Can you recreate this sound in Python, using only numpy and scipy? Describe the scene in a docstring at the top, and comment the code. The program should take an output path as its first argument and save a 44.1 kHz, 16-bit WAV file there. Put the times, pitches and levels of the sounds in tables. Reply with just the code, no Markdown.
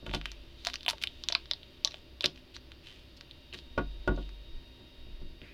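"""Fingers knead sticky putty near a small camera in a quiet room: the skin lets go in short ringing snaps
with a treble tick, larger air pockets pop lower, and grainy noise bands make the rubbing in between.
Hands and arms bump the wooden table, twice hard: decaying modes ring while the whole table sways.
Behind it lie coloured hiss, low shaking, a wavering room hum and the faint harmonics of the camera's motor."""
import sys
import numpy as np
from scipy import signal
from scipy.fft import rfft, irfft
from scipy.io import wavfile

SR = 44100
rng = np.random.default_rng(int(sys.argv[2]) if len(sys.argv) > 2 else 0)


def level_to_linear(level):
    """Convert decibel levels to linear amplitude factors, elementwise."""
    exponent = np.asarray(level, float) / 20
    return 10 ** exponent


def int16_out(signal):
    """Quantize to a 16-bit WAV file."""
    q = np.round(np.clip(np.atleast_2d(signal).T, -1, 1) * 32767)
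    wavfile.write(sys.argv[1], SR, q.astype(np.int16))


N = 243959


def evened(x):
    """Scales to rms 1."""
    return x / np.sqrt(np.mean(x ** 2) + 1e-20)


def curve(rows):
    """Joins (time_s, value) points by straight lines over the whole scene."""
    times, values = np.transpose(rows)
    return np.interp(np.arange(N) / SR, times, values)


def add(mix, s, sound):
    """Mixes a sound in at s seconds."""
    part = mix[round(s * SR):][:len(sound)]
    part += sound[:len(part)]


def resonate(x, hz, width_hz):
    """Shifts hz down to zero, smooths, shifts back: a resonance of gain 1."""
    turn = np.exp(2j * np.pi * np.cumsum(hz * np.ones(len(x))) / SR)
    r = np.exp(-np.pi * width_hz / SR)
    return 2 * (turn * signal.lfilter([1 - r], [1, -r], x / turn)).real


def wander(hz):
    """Slow random drift of rms 1, with little movement faster than hz."""
    roll_off = 1 + (np.fft.rfftfreq(N, 1 / SR) / hz) ** 4
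    return evened(irfft(rfft(rng.standard_normal(N)) / roll_off, N))


def hiss():
    """Room and microphone hiss: white noise shaped by a smooth spectrum."""
    # colour of the hiss, before its overall level: pitch_hz, level_db (per Hz, relative)
    hiss_colour = [(20, -10.5), (65, -5), (130, -6.5), (200, -14), (332, -11), (590, -21), (800, -25.5),
                   (1300, -25.5), (2300, -24.5), (2800, -21.5), (3600, -26), (4800, -23), (7100, -50.5),
                   (15200, -33.5), (16400, -31)]
    hz = np.fft.rfftfreq(N, 1 / SR)
    f, db = np.transpose(hiss_colour)
    colour = level_to_linear(np.interp(np.log(hz + 1), np.log(f + 1), db, right=-90))
    noise = irfft(rfft(rng.standard_normal(N)) * colour, N)
    rms_above_100_hz = np.sqrt(np.mean(colour ** 2 * (hz > 100)))
    return level_to_linear(-61) * noise / rms_above_100_hz


def shaking():
    """Slow shaking under the camera: a hump of noise near 20 Hz that rises and falls."""
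    # strength of the shaking: time_s, level_db (rms)
    shaking_level = [(0, -48.5), (.4, -57.5), (3.6, -63), (3.85, -41), (4.3, -58.5), (4.56, -43.5),
                     (4.74, -70), (5.2, -38), (5.53, -79)]
    hz = np.fft.rfftfreq(N, 1 / SR)
    hump = np.exp(-(np.log((hz + 1) / 20) / 0.5) ** 2)
    low = evened(irfft(rfft(rng.standard_normal(N)) * hump, N))
    return level_to_linear(curve(shaking_level)) * low


def drone():
    """Room hum: narrow bands of noise, heard as wavering tones."""
    # tones of the hum: pitch_hz, width_hz, level_db (rms)
    hum_tones = [(61.33, 5.3, -58), (255.8, 3.4, -68.5), (334.6, 9.9, -67.5), (378, 13, -72.5),
                 (586, 40, -70.5)]
    return sum(level_to_linear(db) * evened(resonate(rng.standard_normal(N), f, width)) for f, width, db in hum_tones)


def motor_whine():
    """Camera motor: harmonics of one drifting pitch, each following a common swing in its own measure."""
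    # pitch of the first harmonic, before a small jitter: time_s, pitch_hz
    motor_pitch = [(0, 933), (2.7, 933.8), (3.9, 936.5), (5.1, 936.7), (5.53, 934)]
    # common swing in strength: time_s, level_db (relative)
    motor_swing = [(0, 8), (.4, -2.5), (1.2, 5.5), (2.5, -5.5), (3.2, -1), (3.7, 7.5), (5.1, 4.5), (5.5, 0)]
    # harmonics 1 to 5: level_db (rms before swing and flutter), share of the swing followed (0-1)
    motor_harmonics = [(-80.5, 0.68), (-81.5, .1), (-73.5, 0.36), (-69, 0.96), (-76, 0.048)]
    jitter_hz, flutter_db = 0.665, 1.43  # both rms
    turns = np.cumsum(curve(motor_pitch) + jitter_hz * wander(3.0)) / SR
    whine = np.zeros(N)
    for k, (db, share) in enumerate(motor_harmonics, start=1):
        level_db = db + share * curve(motor_swing) + flutter_db * wander(22.0)
        whine += level_to_linear(level_db) * np.sqrt(2) * np.sin(2 * np.pi * k * turns)
    return whine


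def background():
    """The quiet bed: hiss, low shaking, room hum and motor whine."""
    return hiss() + shaking() + drone() + motor_whine()


def room(x):
    """Dense quick echoes off table and wall, then a faint longer tail, duller than the direct sound."""
    echo_t60, tail_t60 = 0.033, 0.16  # s
    echo_db, tail_db = -9, -14  # before the dulling
    t = np.arange(SR // 3) / SR
    taps = rng.standard_normal((2, len(t))) * (1 - np.exp(-t / 0.001))
    taps *= level_to_linear(-60 * t / np.array([[echo_t60], [tail_t60]]))
    response = level_to_linear([echo_db, tail_db]) @ (taps / np.linalg.norm(taps, axis=1, keepdims=True))
    dulled = signal.lfilter([0.6], [1, -0.4], response)
    return signal.fftconvolve(x, dulled)[:N]


def bumps():
    """A soft blow drives only the lower modes of the table; each lands on another spot, and the whole table sways."""
    # blows: start_s, level_db (relative), hardness as top_hz of the blow, sway_db of the whole table
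    blows = [(.028, -52, 288, -68), (.064, -52.5, 895, -34.5), (0.083, -49.5, 298, -44.5),
             (.137, -45.5, 930, -31), (.15, -55, 500, -37.5), (0.908, -63.5, 500, -58),
             (2.243, -48, 1180, -56), (3.537, -58, 600, -63), (3.7771, -37.5, 1890, -33),
             (4.076, -37.5, 1560, -20.5), (4.0862, -44, 422, -39), (4.108, -42.5, 700, -25),
             (4.145, -52.5, 490, -29.5), (4.176, -47.5, 700, -37), (4.799, -65.5, 490, -58),
             (5.069, -50.5, 126, -43), (5.217, -51.5, 217, -74), (5.417, -55, 313, -49)]
    # main modes of the wooden table: pitch_hz, level_db (relative), t60_s
    table_modes = [(88.4, 9, 0.097), (150.8, 2.5, 0.31), (206.5, -2, 0.26), (279.6, -1, 0.22),
                   (306, 2.5, 0.17), (365.6, 9.5, 0.13), (541, 10, 0.078), (600, 13.5, 0.041),
                   (700, -1.5, 0.17), (857, -43, 0.51), (1119, 12, 0.045), (1448, 12, 0.11),
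                   (1954, 7, 0.018)]
    sway_hz, sway_t60, sway_rise_s = 47, 1.23, 0.025
    crowd_db, crowd_t60 = -5.5, 0.13  # many small modes; t60 in s at 1 kHz
    out, t = np.zeros(N), np.arange(SR) / SR

    crowd_hz = np.geomspace(200, 6000, num=90) * rng.uniform(1.0, 1.03, size=90)
    crowd = [(f, crowd_db, crowd_t60 * (1000 / f) ** 0.23) for f in crowd_hz]
    hz, mode_db, t60 = np.transpose(table_modes + crowd)[:, :, None]
    # partly in step: a sharp first swing
    phase = np.r_[np.zeros(len(table_modes)), 0.7 * rng.random(len(crowd))][:, None]
    modes = level_to_linear(mode_db - 60 * t / t60) * np.sin(2 * np.pi * (hz * t + phase))
    modes *= 1 - np.exp(-(t / 0.0004) ** 2)  # soft onset

    sway = level_to_linear(-60 * t / sway_t60) * np.sin(2 * np.pi * sway_hz * t)
    sway *= 1 - np.exp(-t / sway_rise_s)

    spots_db = rng.uniform(-3.4, 5.1, (len(blows), len(hz)))
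    for (s, db, top_hz, sway_db), spot_db in zip(blows, spots_db):
        reach = level_to_linear(spot_db) / (1 + (hz[:, 0] / top_hz) ** 2.22)
        add(out, s, level_to_linear(db) * reach @ modes + level_to_linear(sway_db) * sway)
    return out


def skin(count, hz, grain, treble_db):
    """Tiny slips, a few larger, mixed with smooth friction, in a broad band with some treble on top."""
    slips_per_s = 380
    smooth_width, grainy_width = 0.42, 0.68  # of each resonance, as a share of the centre
    sizes = level_to_linear(5.5 * np.minimum(rng.exponential(1, count), 2.6))
    slips = (rng.random(count) < slips_per_s / SR) * sizes
    slips = evened(slips * np.sign(rng.standard_normal(count)))
    drive = np.clip(grain, 0, 1) * slips + np.clip(1 - grain, 0, 1) * rng.standard_normal(count)
    # smooth friction sings in a narrower band
    width = (smooth_width + (grainy_width - smooth_width) * np.clip(2 * grain, 0, 1)) * hz
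    band = evened(resonate(resonate(drive, hz, width), hz, width))
    treble = resonate(drive + 0.26 * rng.standard_normal(count), hz=10970, width_hz=6000)
    return band + level_to_linear(treble_db) * evened(treble)


def rub():
    """Skin scuffs swell fast and fade, over a faint steady sliding."""
    # faint sliding all along: time_s, level_db
    sliding_level = [(0.0, -66.5), (1.23, -61), (2.19, -68.5), (3.83, -65), (5.53, -68)]
    # bursts of scuffing and fine crackle: start_s, length_s (fade to about -11 dB), level_db,
    # centre_hz, graininess (0 smooth to 1 all slips)
    scuffs = [(0.055, 0.1, -53.5, 2880, 0.5), (0.128, 0.046, -41.5, 3120, .3),
              (0.138, 0.021, -59, 8500, 0.1), (0.232, 0.13, -53, 2730, 0.14), (0.568, 0.25, -56.5, 3670, 0),
              (0.653, 0.054, -43.5, 3620, 0.3), (0.67, 0.021, -74, 9000, 0.1), (0.74, 0.015, -52, 3600, .8),
              (0.88, 0.013, -41.5, 3500, 0.55), (0.892, 0.024, -42.5, 9800, 0.6),
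              (1.014, 0.024, -46, 3150, 0.6), (1.302, 0.024, -53, 3160, 0.3), (1.33, 0.042, -48, 2790, .5),
              (1.508, 0.01, -53, 3770, 0.7), (1.85, 0.025, -40, 3400, 1), (1.849, .015, -69.5, 8000, .2),
              (1.896, 0.1, -57, 3270, .8), (2.208, 0.053, -56, 3530, 0.7), (2.242, 0.013, -43, 3300, 0.1),
              (2.243, 0.022, -60, 8600, 0.3), (2.347, 0.048, -57, 2850, 1),
              (2.539, 0.031, -48.5, 3380, 0.26), (2.827, 0.19, -54.5, 2940, 0.53),
              (3.166, 0.015, -51.5, 4240, 0), (3.534, 0.023, -40.5, 2950, 0.5),
              (3.568, 0.039, -51, 3630, 0.1), (3.776, 0.011, -41, 3080, 0.7),
              (4.0742, 0.0095, -38, 2780, 0.4), (4.151, 0.16, -60, 3240, 0.1),
              (5.419, 0.15, -56, 2180, 0.16)]
    out = level_to_linear(curve(sliding_level)) * skin(N, 3200, 0.3, treble_db=-22.5)
    for s, length, db, hz, grain in scuffs:
        u = np.arange(SR // 3) / SR / length  # time in lengths of the scuff
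        swell = (1 - np.exp(-u / 0.1)) * np.exp(-u ** 2 * 1.22)
        add(out, s, level_to_linear(db) * skin(len(u), hz, grain, treble_db=-29.5) * swell)
    return out


def trapped_air(t, hz, t60):
    """A pocket of air rings briefly, a little late."""
    rise_s = 0.00064
    return np.sin(2 * np.pi * hz * t) * level_to_linear(-60 * t / t60) * (1 - np.exp(-t / rise_s))


def pops():
    """Larger air pockets burst, each with its own pitch and a weaker neighbour just above."""
    # bursts: start_s, level_db (of the main ring), pitch_hz
    bursts = [(0.112, -40, 614), (0.137, -30.5, 760), (0.152, -34, 727), (0.668, -28, 697),
              (0.862, -36.5, 755), (0.881, -23.5, 761), (0.886, -33, 904), (0.907, -38, 933),
              (0.932, -35.5, 614), (1.3, -38.5, 600), (1.324, -36.5, 670), (1.351, -26.5, 1068),
              (1.512, -38.5, 610), (1.853, -37, 604), (1.942, -41, 646), (2.207, -43, 630),
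              (2.241, -33, 573)]
    t60 = 0.034  # s
    out, t = np.zeros(N), np.arange(2600) / SR
    for (s, db, hz), u in zip(bursts, rng.random(len(bursts))):
        neighbour = trapped_air(t, hz * (1.0 + 0.59 * u), t60)
        add(out, s, level_to_linear(db) * (trapped_air(t, hz, t60) + 0.75 * neighbour))
    return out


def snaps():
    """Each release rings a few cycles on two pitches, with a treble tick; finger flesh and trapped air answer lower."""
    # clearest releases of the putty: peak_s, level_db, ring_hz, rise_ms (before the floor below),
    # body_db of the finger relative to the ring
    releases = [(0.0646, -27, 2850, 0.16, -22), (0.0669, -29, 3040, 0.24, -13),
                (.0944, -40, 2920, 0.15, 9.5), (0.1135, -31.5, 3200, 0.17, -2),
                (0.1384, -22, 3130, 0.14, -3), (0.1477, -19.5, 3770, 0.18, -5),
                (0.1497, -24.5, 3000, 0.16, -9), (.1529, -25.5, 3470, 0.2, 0.5),
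                (0.214, -40, 2770, 0.17, 12.5), (.2568, -23.5, 3130, 0.19, 3.5),
                (0.26, -26.5, 3050, 0.37, 0), (0.3175, -27, 4020, 0.16, -3.5), (0.65, -22, 4080, 0.19, -10),
                (0.6603, -26.5, 3780, 0.3, -1.5), (0.6703, -14, 4140, 0.15, -2.5),
                (.687, -28, 3420, 0.2, 4), (.7, -26.5, 3800, 0.16, 0.5), (.7349, -28, 3460, 0.36, -12),
                (.741, -21.5, 3700, .19, -0.5), (.7365, -30, 3670, 0.47, -19), (0.757, -28, 4620, 0.71, 1),
                (.8086, -36.5, 3680, 0.41, -6), (.8316, -31, 3780, 0.15, -18), (.85, -35, 3400, 0.35, -1),
                (0.8633, -19, 3200, 0.38, -9), (0.8821, -9.5, 2960, 0.39, -13),
                (.8853, -29, 2980, 0.75, -25), (0.888, -15, 4200, 0.36, -15),
                (0.8916, -18.5, 3500, 0.32, -6), (.9, -18, 4370, 0.18, -3),
                (0.909, -21.5, 3340, 0.17, -2.5), (0.9328, -30.5, 3200, .19, 1),
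                (0.9827, -37.5, 3400, .19, 1), (1.0252, -21, 3420, 0.2, -29),
                (1.0375, -17, 3450, 0.28, -24), (1.0387, -18, 2400, 0.53, -8),
                (1.0728, -21, 3200, 0.43, -41), (1.238, -22, 3500, 0.27, -5.5),
                (1.287, -10, 3900, 0.28, -33), (1.301, -32, 3750, .19, 4), (1.3048, -30.5, 2880, 0.24, -4),
                (1.3231, -21.5, 3460, 0.4, -12), (1.325, -16, 4100, 0.36, -7), (1.3511, -13, 4110, 0.54, 1),
                (1.4575, -37.5, 3440, 0.3, -3), (1.5128, -13, 3740, .48, -9),
                (1.5352, -20.5, 4040, 0.36, -15.5), (1.6317, -37.5, 3240, 0.55, -7),
                (1.8483, -7.5, 4100, 0.32, -22), (1.852, -58, 4020, 0.39, -20),
                (1.875, -23, 3830, 0.82, -12), (1.911, -37.5, 4040, 0.6, -6), (1.92, -38, 3970, 0.6, -4),
                (1.9432, -31, 3600, 0.36, 0), (2.2087, -20.5, 3660, .57, -11.5),
                (2.223, -22.5, 3500, 0.16, -9), (2.234, -31, 2880, 0.58, -5),
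                (2.2421, -14.5, 3450, 0.52, 2.5), (2.2448, -18, 3900, 0.53, -3),
                (2.248, -25.5, 2670, 0.46, -14), (2.2554, -20, 4000, 0.39, -6),
                (2.2592, -8.5, 3680, 0.26, -25), (2.3606, -38, 2970, .23, -13),
                (2.3761, -36, 2920, .19, -10), (2.5586, -34, 3770, .19, -13), (2.5656, -30, 4270, 0.38, -3),
                (2.7188, -33, 3500, 0.11, -3.5), (2.8712, -36.5, 3030, 0.32, -8),
                (3.2102, -29.5, 3900, 0.2, 0), (3.3115, -31, 3650, 0.35, -36), (3.5283, -34, 2860, 1, -18),
                (3.5448, -29, 3200, 0.17, -6), (3.5887, -31.5, 3670, .19, -4),
                (4.163, -46.5, 4400, 0.41, -18), (4.228, -42, 3140, 0.51, -14),
                (4.292, -39, 3000, 0.12, 5.5), (5.4168, -34.5, 2940, 0.28, -6)]
    # flesh of the fingers, pitches scattered from snap to snap: middling pitch_hz, level_db (relative)
    flesh = [(1500, -9.5), (2150, -3)]
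    # treble partials of the tick, pitches scattered likewise: lowest pitch_hz (nearly), level_db (relative)
    tick_partials = [(6500, 6), (8200, 9), (10500, 9), (13000, 10), (15000, 5.5)]
    # strength of the tick under a middling ring: time_s, level_db (relative)
    tick_strength = [(0, -38), (.6, -33.5), (1.05, -34.5), (1.1, -45), (1.3, -45.5), (1.8, -46.5),
                     (2.3, -40), (5.53, -36)]
    # hollow between the palms, pitches scattered likewise: middling pitch_hz, t60_s
    hollow = [(600, 0.093), (800, 0.078), (1080, 0.084)]
    shortest_ms, tick_ms = 0.23, 0.35
    middling_db, tick_growth = -24, 0.33  # extra tick dB for each dB of a harder snap
    tick_spread_db, hollow_db = 8, -33
    out, t = np.zeros(N), np.arange(2600) / SR
    thin = signal.butter(2, 900, "high", fs=SR)  # so small a source radiates no bass

    for (s, db, hz, rise_ms, body_db), u in zip(releases, rng.random((len(releases), 8))):
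        tau = max(rise_ms, shortest_ms) / 1000
        shape = (t / tau * np.exp(1 - t / tau)) ** 2
        ring = np.sin(2 * np.pi * (hz * t + u[0]))
        ring += 0.45 * np.sin(2 * np.pi * (hz * (1.12 + 0.35 * u[1]) * t + u[2]))

        body_shift = 0.843 + 0.47 * u[3]
        body = sum(level_to_linear(g) * np.sin(2 * np.pi * (f * body_shift * t + u[4])) for f, g in flesh)
        ring += level_to_linear(body_db) * body * np.exp(t / tau * 0.14).clip(1, 30)  # rings a little longer

        tick_shift = 0.987 + 0.22 * u[6]
        tick = sum(level_to_linear(g) * np.sin(2 * np.pi * f * tick_shift * t) for f, g in tick_partials)
        tick *= np.exp(-((t - tau) * 1000 / tick_ms) ** 2)
        tick_db = np.interp(s, *np.transpose(tick_strength))
        tick_db += tick_growth * (db - middling_db) + tick_spread_db * (u[7] - 0.5)
        click = signal.lfilter(*thin, ring * shape + level_to_linear(tick_db) * tick)

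        shares = u[[5, 7, 1]] ** 2  # each snap favours its own mode of the hollow
        air_shift = 0.84 + 0.302 * u[5]
        air = sum(a * trapped_air(t, f * air_shift, t60) for (f, t60), a in zip(hollow, shares))
        add(out, s - tau, level_to_linear(db) * (click + level_to_linear(hollow_db) * air))
    return out


def scene():
    """Hands and table in the room, over the background."""
    near = snaps() + pops() + bumps() + rub()
    return (near + room(near) + background())[None]


def top_cut(x):
    """Nothing passes above the cut-off."""
    return signal.sosfilt(signal.butter(12, 16710, fs=SR, output="sos"), x)


def record(dry):
    """The small microphone loses the top: a gentle low-pass at 12 kHz."""
    low_pass = signal.butter(2, 12000, fs=SR)
    mix = signal.lfilter(*low_pass, dry)
    return top_cut(mix)


dry = scene()
out = record(dry)
int16_out(out)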